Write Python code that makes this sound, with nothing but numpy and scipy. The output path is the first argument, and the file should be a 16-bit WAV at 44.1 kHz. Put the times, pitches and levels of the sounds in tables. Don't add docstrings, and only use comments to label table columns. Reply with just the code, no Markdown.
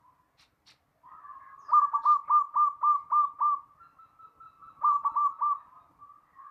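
import sys
import numpy as np
from scipy import signal
from scipy.fft import rfft, irfft
from scipy.io import wavfile
from scipy.ndimage import uniform_filter1d

SR = 44100
rng = np.random.default_rng(int(sys.argv[2]) if len(sys.argv) > 2 else 0)


def wrap_up_sound(samples):
    columns = np.atleast_2d(samples).T
    tamed = np.clip(columns, -1, 1)
    steps = np.round(tamed * 32767).astype(np.int16)
    wavfile.write(sys.argv[1], SR, steps)


N = 286870

# (start [s], end [s], top pitch [Hz], drive level [dB], length of the upward scoop [s],
# sag of the level [dB], lift of the upper partials [dB])
NEAR_COOS = [(1.732, 1.799, 1208, -19, .05, -0.5, 3), (1.818, 1.854, 1169, -23.5, .014, -.5, 6.5),
             (1.941, 1.973, 1163, -22.5, 0.029, 6, 0), (2.058, 2.169, 1205, -20, .024, 3.5, 2),
             (2.305, 2.424, 1202, -20.5, 0.03, 4, 0.5), (2.563, 2.687, 1199, -22, .027, 2.5, -2),
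             (2.835, 2.966, 1197, -21.5, .025, 3.5, -1.5), (3.124, 3.255, 1198, -22, .026, 2.5, -5),
             (3.413, 3.548, 1190, -23, 0.029, 2.5, -3), (4.844, 4.921, 1196, -21.5, .036, 0, -2.5),
             (4.926, 4.967, 1163, -26.5, .010, -2, 7), (5.051, 5.083, 1147, -23.5, 0.018, 2.5, 0.5),
             (5.163, 5.278, 1182, -25, .028, -1.5, 5), (5.419, 5.534, 1186, -25, 0.034, .5, -5.5)]
# (frequency [Hz], relative density [dB per Hz])
AIR_SPECTRUM = [(100, 2.5), (600, 0.5), (1700, -1), (2600, -8.5), (3300, -14.5), (4600, -19.5),
                (6500, -11.5), (9000, -8.5), (14000, -17.5)]


def dove(air_db=-53, uneven_db=3.0):
    coos = np.zeros(N)
    for row in NEAR_COOS:
        add(coos, *coo(*row))
    loudness = np.sqrt(abs(uniform_filter1d(coos ** 2, size=400)))
    unevenness = gain_of(air_db + uneven_db * wander(7.2))
    return coos + unevenness * loudness * noise(AIR_SPECTRUM)


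# (share of the scoop [0-1], pitch as a share of the top [ratio], drive [dB])
SCOOP_SHAPE = [(0, .44, -32), (.25, .49, -19), (.5, .51, -16), (.62, .52, -22), (.68, .765, -15),
               (.82, .79, -7), (1, .82, -.5)]
HOLD_SHAPE = [(.05, .968, .7), (.17, .993, .45), (.32, 1, -.1), (.55, .999, -.05), (.68, .99, .5),
              (.81, .973, 1.3), (.93, .953, 1.1)]
# (frequency [Hz], gain [dB])
THROAT_RESONANCE = [(400, -30), (600, -22.5), (780, -12.5), (930, -3), (1200, 0.5), (1275, -3), (1380, -28),
                    (1800, -44), (2350, -52.5), (3000, -81), (3600, -81.5), (4750, -77), (5900, -59.5),
                    (7100, -53.5), (8300, -75.5), (10500, -77.5), (11900, -65), (13500, -78.5)]
FULL_ARCH_S = .11


def coo(start, end, top_hz, db, scoop_s, sag_db, press_db, release_s=0.0072,
        end_pitch=0.9174, last_pitch=.84, jitter=0.0015, flicker_db=4):
    t = np.arange(start - scoop_s, end + release_s, 1 / SR)
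    early, early_pitch, early_db = np.transpose(SCOOP_SHAPE)
    late, late_pitch, sag = np.transpose(HOLD_SHAPE)
    scoop_times = start + (early - 1) * scoop_s
    hold_times = start + late * (end - start)
    knots = np.sort(np.r_[scoop_times, hold_times, end, end + release_s])

    arch = min((end - start) / FULL_ARCH_S, 1)
    held_pitch = 1 - (1 - np.r_[late_pitch, end_pitch]) * arch
    pitch = np.interp(t, knots, np.r_[early_pitch, held_pitch, last_pitch])
    if scoop_s < .017:
        pitch = np.maximum(pitch, .88)
    shake, flicker = rng.standard_normal((2, SR))
    unsteadiness = 1 + jitter * evened(uniform_filter1d(shake, size=90))[:len(t)]
    hz = top_hz * uniform_filter1d(pitch, size=90) * unsteadiness
    phase = 2 * np.pi * np.cumsum(hz) / SR

    drive_db = np.interp(t, knots, np.r_[early_db, -sag * sag_db, -sag_db - 3.5, -36])
    drive = gain_of(db + uniform_filter1d(drive_db, size=90)) * signal.windows.tukey(len(t), .04)
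    partials = [gain_of(read(THROAT_RESONANCE, k * hz)) * np.cos(k * phase) for k in range(1, 12)]

    firmness = gain_of(press_db + flicker_db * evened(uniform_filter1d(flicker, size=1500))[:len(t)])
    firmness = firmness * np.clip(np.minimum(t - start, end - t) / 0.009 + 0.35, .2, 1)
    return t[0], np.sqrt(2) * drive * (sum(partials[:2]) + firmness * sum(partials[2:]))


# (frequency [Hz], relative density [dB per Hz])
RASP_SPECTRUM = [(300, -21), (600, 1), (1400, 2.5), (2000, -12.5), (3000, -32), (8000, -42.5)]


def rasp(rasp_db=-35):
    swell = np.zeros(N)
    for start, _, _, db, scoop_s, _, _ in NEAR_COOS:
        window = signal.windows.tukey(round(scoop_s * SR), .5)
        add(swell, start - scoop_s, gain_of(db + rasp_db) * window)
    return swell * noise(RASP_SPECTRUM)


# (delay [s], level before the porch's colouring [dB])
WALL_ECHOES = [(0.0131, -17.5), (0.0285, -19), (.0365, -16.5), (.052, -18.5)]
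# (frequency [Hz], gain [dB])
PORCH_RESONANCE = [(400, 1), (700, 0.5), (830, 2.5), (915, 15.5), (955, 9.5), (1020, -3), (1200, 2.5),
                   (1400, 2.5), (1800, 7.5), (3000, -1.5), (8000, 4.5)]


def porch(x, wet_db=-19):
    thrown = gain_of(wet_db) * reverb(x, stretch=0.92, build_s=0.038)
    for delay, db in WALL_ECHOES:
        add(thrown, delay, gain_of(db) * x)
    return x + coloured(thrown, PORCH_RESONANCE)


def neighbour(wet_db=-8, overtones_db=-1, bend=.01):
    leans = rng.standard_normal(20)
    notes = [sliding([note], bend * lean)[0] for note, lean in zip(neighbour_run(), leans)]
    tone = whistles(notes, arch=.05, waver=.012, flutter_db=2, second_db=-27, third_db=-25)
    low = coloured(tone, [(1700, 0), (2100, -40)])
    grainy = (tone - low) * evened(1 + wander(130))
    overtones = reverb(grainy, stretch=2.6, build_s=.003) * evened(gain_of(2 * wander(6)))
    echo = gain_of(wet_db) * reverb(low, stretch=1.7, build_s=0.0079)
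    return low + echo + gain_of(overtones_db) * overtones


# (time [s], pitch [Hz], level before echo [dB])
RUN_CONTOUR = [(3.79, 1361, -52), (4.0, 1311, -52.5), (4.3, 1317, -46.5), (5.07, 1314, -49.5),
               (5.75, 1256, -58)]
RUN_START_S, RUN_NOTE_S, RUN_PACE_S = 3.79, .095, .228
RUN_HURRY_S, RUN_SETTLE_NOTES = .04, 2.1


def neighbour_run(count=10):
    gaps = RUN_PACE_S - RUN_HURRY_S * np.exp(-np.arange(count - 1) / RUN_SETTLE_NOTES)
    starts = RUN_START_S + np.r_[0, np.cumsum(gaps)]
    s, hz, db = np.transpose(RUN_CONTOUR)
    return [(at, RUN_NOTE_S, np.interp(at, s, hz), np.interp(at, s, db)) for at in starts]


# (start [s], length [s], mid pitch [Hz], level before distance [dB])
YARD_COOS = [(0, 0.078, 990, -57.5), (.12, 0.14, 1007, -68), (1.025, 0.087, 1021, -45.5),
             (1.08, 0.092, 1270, -49), (1.2, 0.1, 1153, -45.5), (1.23, .24, 1075, -47.5),
             (1.47, 0.32, 1123, -50), (3.62, 0.231, 1210, -63.5), (4.56, .1, 1169, -55.5),
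             (4.765, 0.042, 1134, -49), (5.66, .11, 1029, -53.5), (5.98, .08, 1155, -51.5),
             (6.06, 0.085, 1196, -51), (6.345, 0.088, 1085, -45.5), (6.39, 0.098, 1183, -49)]
# (start [s], length [s], mid pitch [Hz], level before distance [dB])
YARD_CALLS = [(1.05, 0.084, 1850, -62.5), (1.14, 0.2, 1716, -61), (1.37, 0.14, 1690, -59),
              (1.38, 0.11, 2074, -68), (1.55, .6, 1675, -59), (2.22, 0.11, 2160, -61),
              (2.92, 0.097, 2128, -66.5), (3.19, .09, 3700, -70.5), (3.76, 0.1, 1736, -65.5),
              (5.54, .1, 1790, -66), (6.22, .2, 1900, -66), (6.38, .1, 1650, -65.5)]
# (start [s], length [s], mid pitch [Hz], level before distance [dB])
DISTANT_HOOTS = [(.91, 0.089, 649, -75), (1.0, .2, 380, -81), (1.55, 0.12, 398.3, -76),
                 (2.72, 0.21, 397, -78), (4.16, 0.18, 444, -79), (5.69, 0.17, 713, -74)]
COO_SLIDE, CALL_SLIDE = 0.044, -0.038


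def far_birds(direct_db=-11, wet_db=-2, hoarse_db=-4):
    calls = YARD_CALLS + stray_notes(low_hz=1900, high_hz=3770, db=-82, length_s=.1, count=6)
    coos = whistles(sliding(YARD_COOS, COO_SLIDE), arch=.05, waver=.024,
                    flutter_db=2.5, second_db=-42, third_db=-54)
    cries = whistles(sliding(calls, CALL_SLIDE), arch=.03, waver=.025,
                     flutter_db=3, second_db=-42, third_db=-54)
    hoots = whistles(sliding(DISTANT_HOOTS, COO_SLIDE), arch=.07, waver=.06,
                     flutter_db=3, second_db=-42, third_db=-54)
    hoarseness = evened(1 + gain_of(hoarse_db) * wander(220))
    dry = coos + hoots + cries * hoarseness
    return gain_of(direct_db) * dry + gain_of(wet_db) * reverb(dry, stretch=0.94, build_s=0.019)


def stray_notes(low_hz, high_hz, db, length_s, count):
    slice_s = N / SR / count
    return [((k + when) * slice_s, length_s * (.5 + long), low_hz * (high_hz / low_hz) ** high, db)
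            for k, (when, long, high) in enumerate(rng.random((count, 3)))]


# (time [s], pitch [Hz], level before distance [dB])
CHIRP_CONTOUR = [(1.58, 6750, -74), (1.6, 6530, -61.5), (1.625, 5350, -71.5), (1.67, 5020, -59),
                 (1.731, 4270, -71)]


def chirp(waver=.025, direct_db=-10, wet_db=0):
    s, hz, db = np.transpose(CHIRP_CONTOUR)
    t, dry = np.arange(s[0], s[-1], 1 / SR), np.zeros(N)
    pitch = np.interp(t, s, hz) * (1 + waver * wander(300)[:len(t)])
    tone = np.sin(2 * np.pi * np.cumsum(pitch) / SR)
    add(dry, s[0], gain_of(np.interp(t, s, db)) * signal.windows.tukey(len(t), .1) * tone)
    return gain_of(direct_db) * dry + gain_of(wet_db) * reverb(dry, stretch=3.5, build_s=.006)


# (start [s], rise [s], hold [s], level [dB], weight of the low part [dB])
SWISH_STROKES = [(0.364, 0.032, 0.039, -58.5, 0.5), (0.648, 0.033, 0.03, -56, 1.5),
                 (1.707, 0.038, 0.049, -74, -13), (2.011, 0.031, 0.1, -61.5, -11),
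                 (2.931, 0.024, 0.051, -79.5, -5)]
# (frequency [Hz], relative density [dB per Hz])
SWISH_SPECTRUM = [(500, -32.5), (900, -9.5), (1180, -6.5), (1500, -11.5), (2200, -7), (2600, -8.5),
                  (2790, -4.5), (3020, -12.5), (3500, -6), (4100, -1), (5000, -7.5), (5600, -8),
                  (6300, -19.5), (9500, -25.5), (14000, -35)]


def swishes(fade_s=0.017, wet_db=-7):
    t, dry = np.arange(N) / SR, np.zeros(N)
    hiss = rfft(noise(SWISH_SPECTRUM))
    band = np.digitize(np.fft.rfftfreq(N, 1 / SR), [2000, 3200, 4400, 6000])
    bands = [irfft(hiss * (band == k), N) * evened(gain_of(3.2 * wander(130))) for k in range(5)]
    low, high = sum(bands[:2]), sum(bands[2:])
    for start, rise, hold, db, low_db in SWISH_STROKES:
        attack = np.clip((t - start) / rise, 0, 1) ** 2
        fade = np.exp(-np.maximum(t - start - rise - hold, 0) / fade_s)
        dry += gain_of(db) * attack * fade * (gain_of(low_db) * low + high)
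    return dry + gain_of(wet_db) * reverb(dry, stretch=1.7, build_s=0.0082)


# (frequency [Hz], relative density [dB per Hz])
HUSH_SPECTRUM = [(200, -31), (500, -2.5), (700, 2), (1050, 0), (1400, -2.5), (2100, -7), (3000, -16.5),
                 (6000, -20.5), (10000, -22.5), (14000, -17.5)]
# (frequency [Hz], relative density [dB per Hz])
RUMBLE_SPECTRUM = [(15, -35), (28, -13), (38, -5), (52, 2.5), (125, 2), (160, 1.5), (230, -7), (300, 2),
                   (370, -12), (450, -8), (700, -14), (1500, -38.5)]
# (time [s], level [dB])
RUMBLE_LEVEL = [(0.0, -74.5), (0.85, -76), (2.03, -72), (4.65, -73.5), (4.67, -68), (5.79, -74),
                (5.85, -69), (6.48, -76), (6.5, -81)]
# (frequency [Hz], relative density [dB per Hz])
CHORUS_SPECTRUM = [(300, -51.5), (650, -15), (850, -5.5), (1030, 3.5), (1220, 9.5), (1400, -13),
                   (1750, -20.5), (2150, -31), (2800, -31), (6000, -59)]
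# (time [s], level [dB])
CHORUS_LEVEL = [(0, -69.5), (.55, -96), (1.0, -83), (1.1, -56), (2.4, -63), (4.4, -69), (5.0, -59),
                (5.7, -58), (6.2, -74.5), (6.5, -60)]


def outdoors(hush_db=-76, lumpy_db=3, swell_db=2.5, patch_db=2.5):
    t = np.arange(N) / SR
    hush = gain_of(hush_db) * patchy(noise(HUSH_SPECTRUM), patch_db)
    lumps = evened(noise(RUMBLE_SPECTRUM) * gain_of(lumpy_db * wander(35)))
    rumble = gain_of(np.interp(t, *np.transpose(RUMBLE_LEVEL))) * lumps
    chorus_db = np.interp(t, *np.transpose(CHORUS_LEVEL)) + swell_db * wander(14)
    chorus = gain_of(chorus_db) * patchy(noise(CHORUS_SPECTRUM), patch_db)
    return hush + rumble + chorus


def patchy(x, patch_db, size=5):
    hz, _, z = signal.stft(x, SR, nperseg=2048)
    patches = uniform_filter1d(rng.standard_normal(z.shape), size, 0)
    patches = evened(uniform_filter1d(patches, size, 1))
    depth = np.interp(hz, [2000, 6000], [1, .25])[:, None]
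    return evened(signal.istft(z * gain_of(patch_db * depth * patches), SR, nperseg=2048)[1][:N])


def whistles(notes, arch, waver, flutter_db, second_db, third_db):
    out, unsteady = np.zeros(N), 1 + waver * wander(140)
    for start, end, first_hz, last_hz, db in notes:
        u = np.linspace(0, 1, max(round((end - start) * SR), 200))
        bend = np.roll(unsteady, -round(start * SR))[:len(u)]
        glide = first_hz + (last_hz - first_hz) * u
        hz = glide * (1 - arch * (2 * u - 1) ** 6) * bend / bend.mean()
        phase = 2 * np.pi * np.cumsum(hz) / SR
        tone = np.sin(phase) + gain_of(second_db) * np.sin(2 * phase) + gain_of(third_db) * np.sin(3 * phase)
        add(out, start, np.sqrt(2) * gain_of(db) * tone * signal.windows.tukey(len(u), .45))
    return out * evened(gain_of(flutter_db * wander(40)))


def sliding(notes, slide):
    return [(s, s + length, hz * (1 - slide / 2), hz * (1 + slide / 2), db) for s, length, hz, db in notes]


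# (frequency [Hz], time to fall by 60 dB [s])
DECAY_TIMES = [(300, 0.77), (1200, 0.36), (3500, 0.14), (10000, 0.13)]


def reverb(x, stretch, build_s):
    hz, t, z = signal.stft(rng.standard_normal(SR), SR, nperseg=256)
    decay = gain_of(-60 * t / (stretch * read(DECAY_TIMES, hz)[:, None]))
    build = 1 - np.exp(-(t / build_s) ** 2)
    tail = signal.istft(z * decay * build, SR, nperseg=256)[1]
    response = abs(rfft(tail, SR))[900:1400]
    return signal.fftconvolve(x, tail)[:N] / np.sqrt(np.mean(response ** 2))


def noise(spectrum):
    return evened(coloured(rng.standard_normal(N), spectrum))


def coloured(x, spectrum):
    return irfft(rfft(x) * gain_of(read(spectrum, np.fft.rfftfreq(N, 1 / SR))), N)


def wander(per_s):
    lowpass = np.exp(-(np.fft.rfftfreq(N, 1 / SR) / per_s) ** 2)
    return evened(irfft(rfft(rng.standard_normal(N)) * lowpass, N))


def read(points, hz):
    f, value = np.transpose(points)
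    return np.interp(np.log(hz + 1), np.log(f + 1), value)


def gain_of(db):
    return 10 ** (np.asarray(db) / 20)


def evened(x):
    return x / np.sqrt(np.mean(x ** 2) + 1e-20)


def add(mix, s, sound):
    part = mix[max(round(s * SR), 0):][:len(sound)]
    part += sound[:len(part)]


def scene():
    near = porch(dove() + rasp())
    yard = neighbour() + far_birds() + chirp() + swishes() + outdoors()
    return (near + yard)[None]


EDGE_HZ = 14300


def record(dry):
    lowpass = signal.firwin(511, EDGE_HZ, window=("kaiser", 9), fs=SR)
    return signal.oaconvolve(dry, lowpass[None], "same")


dry = scene()
out = record(dry)
wrap_up_sound(out)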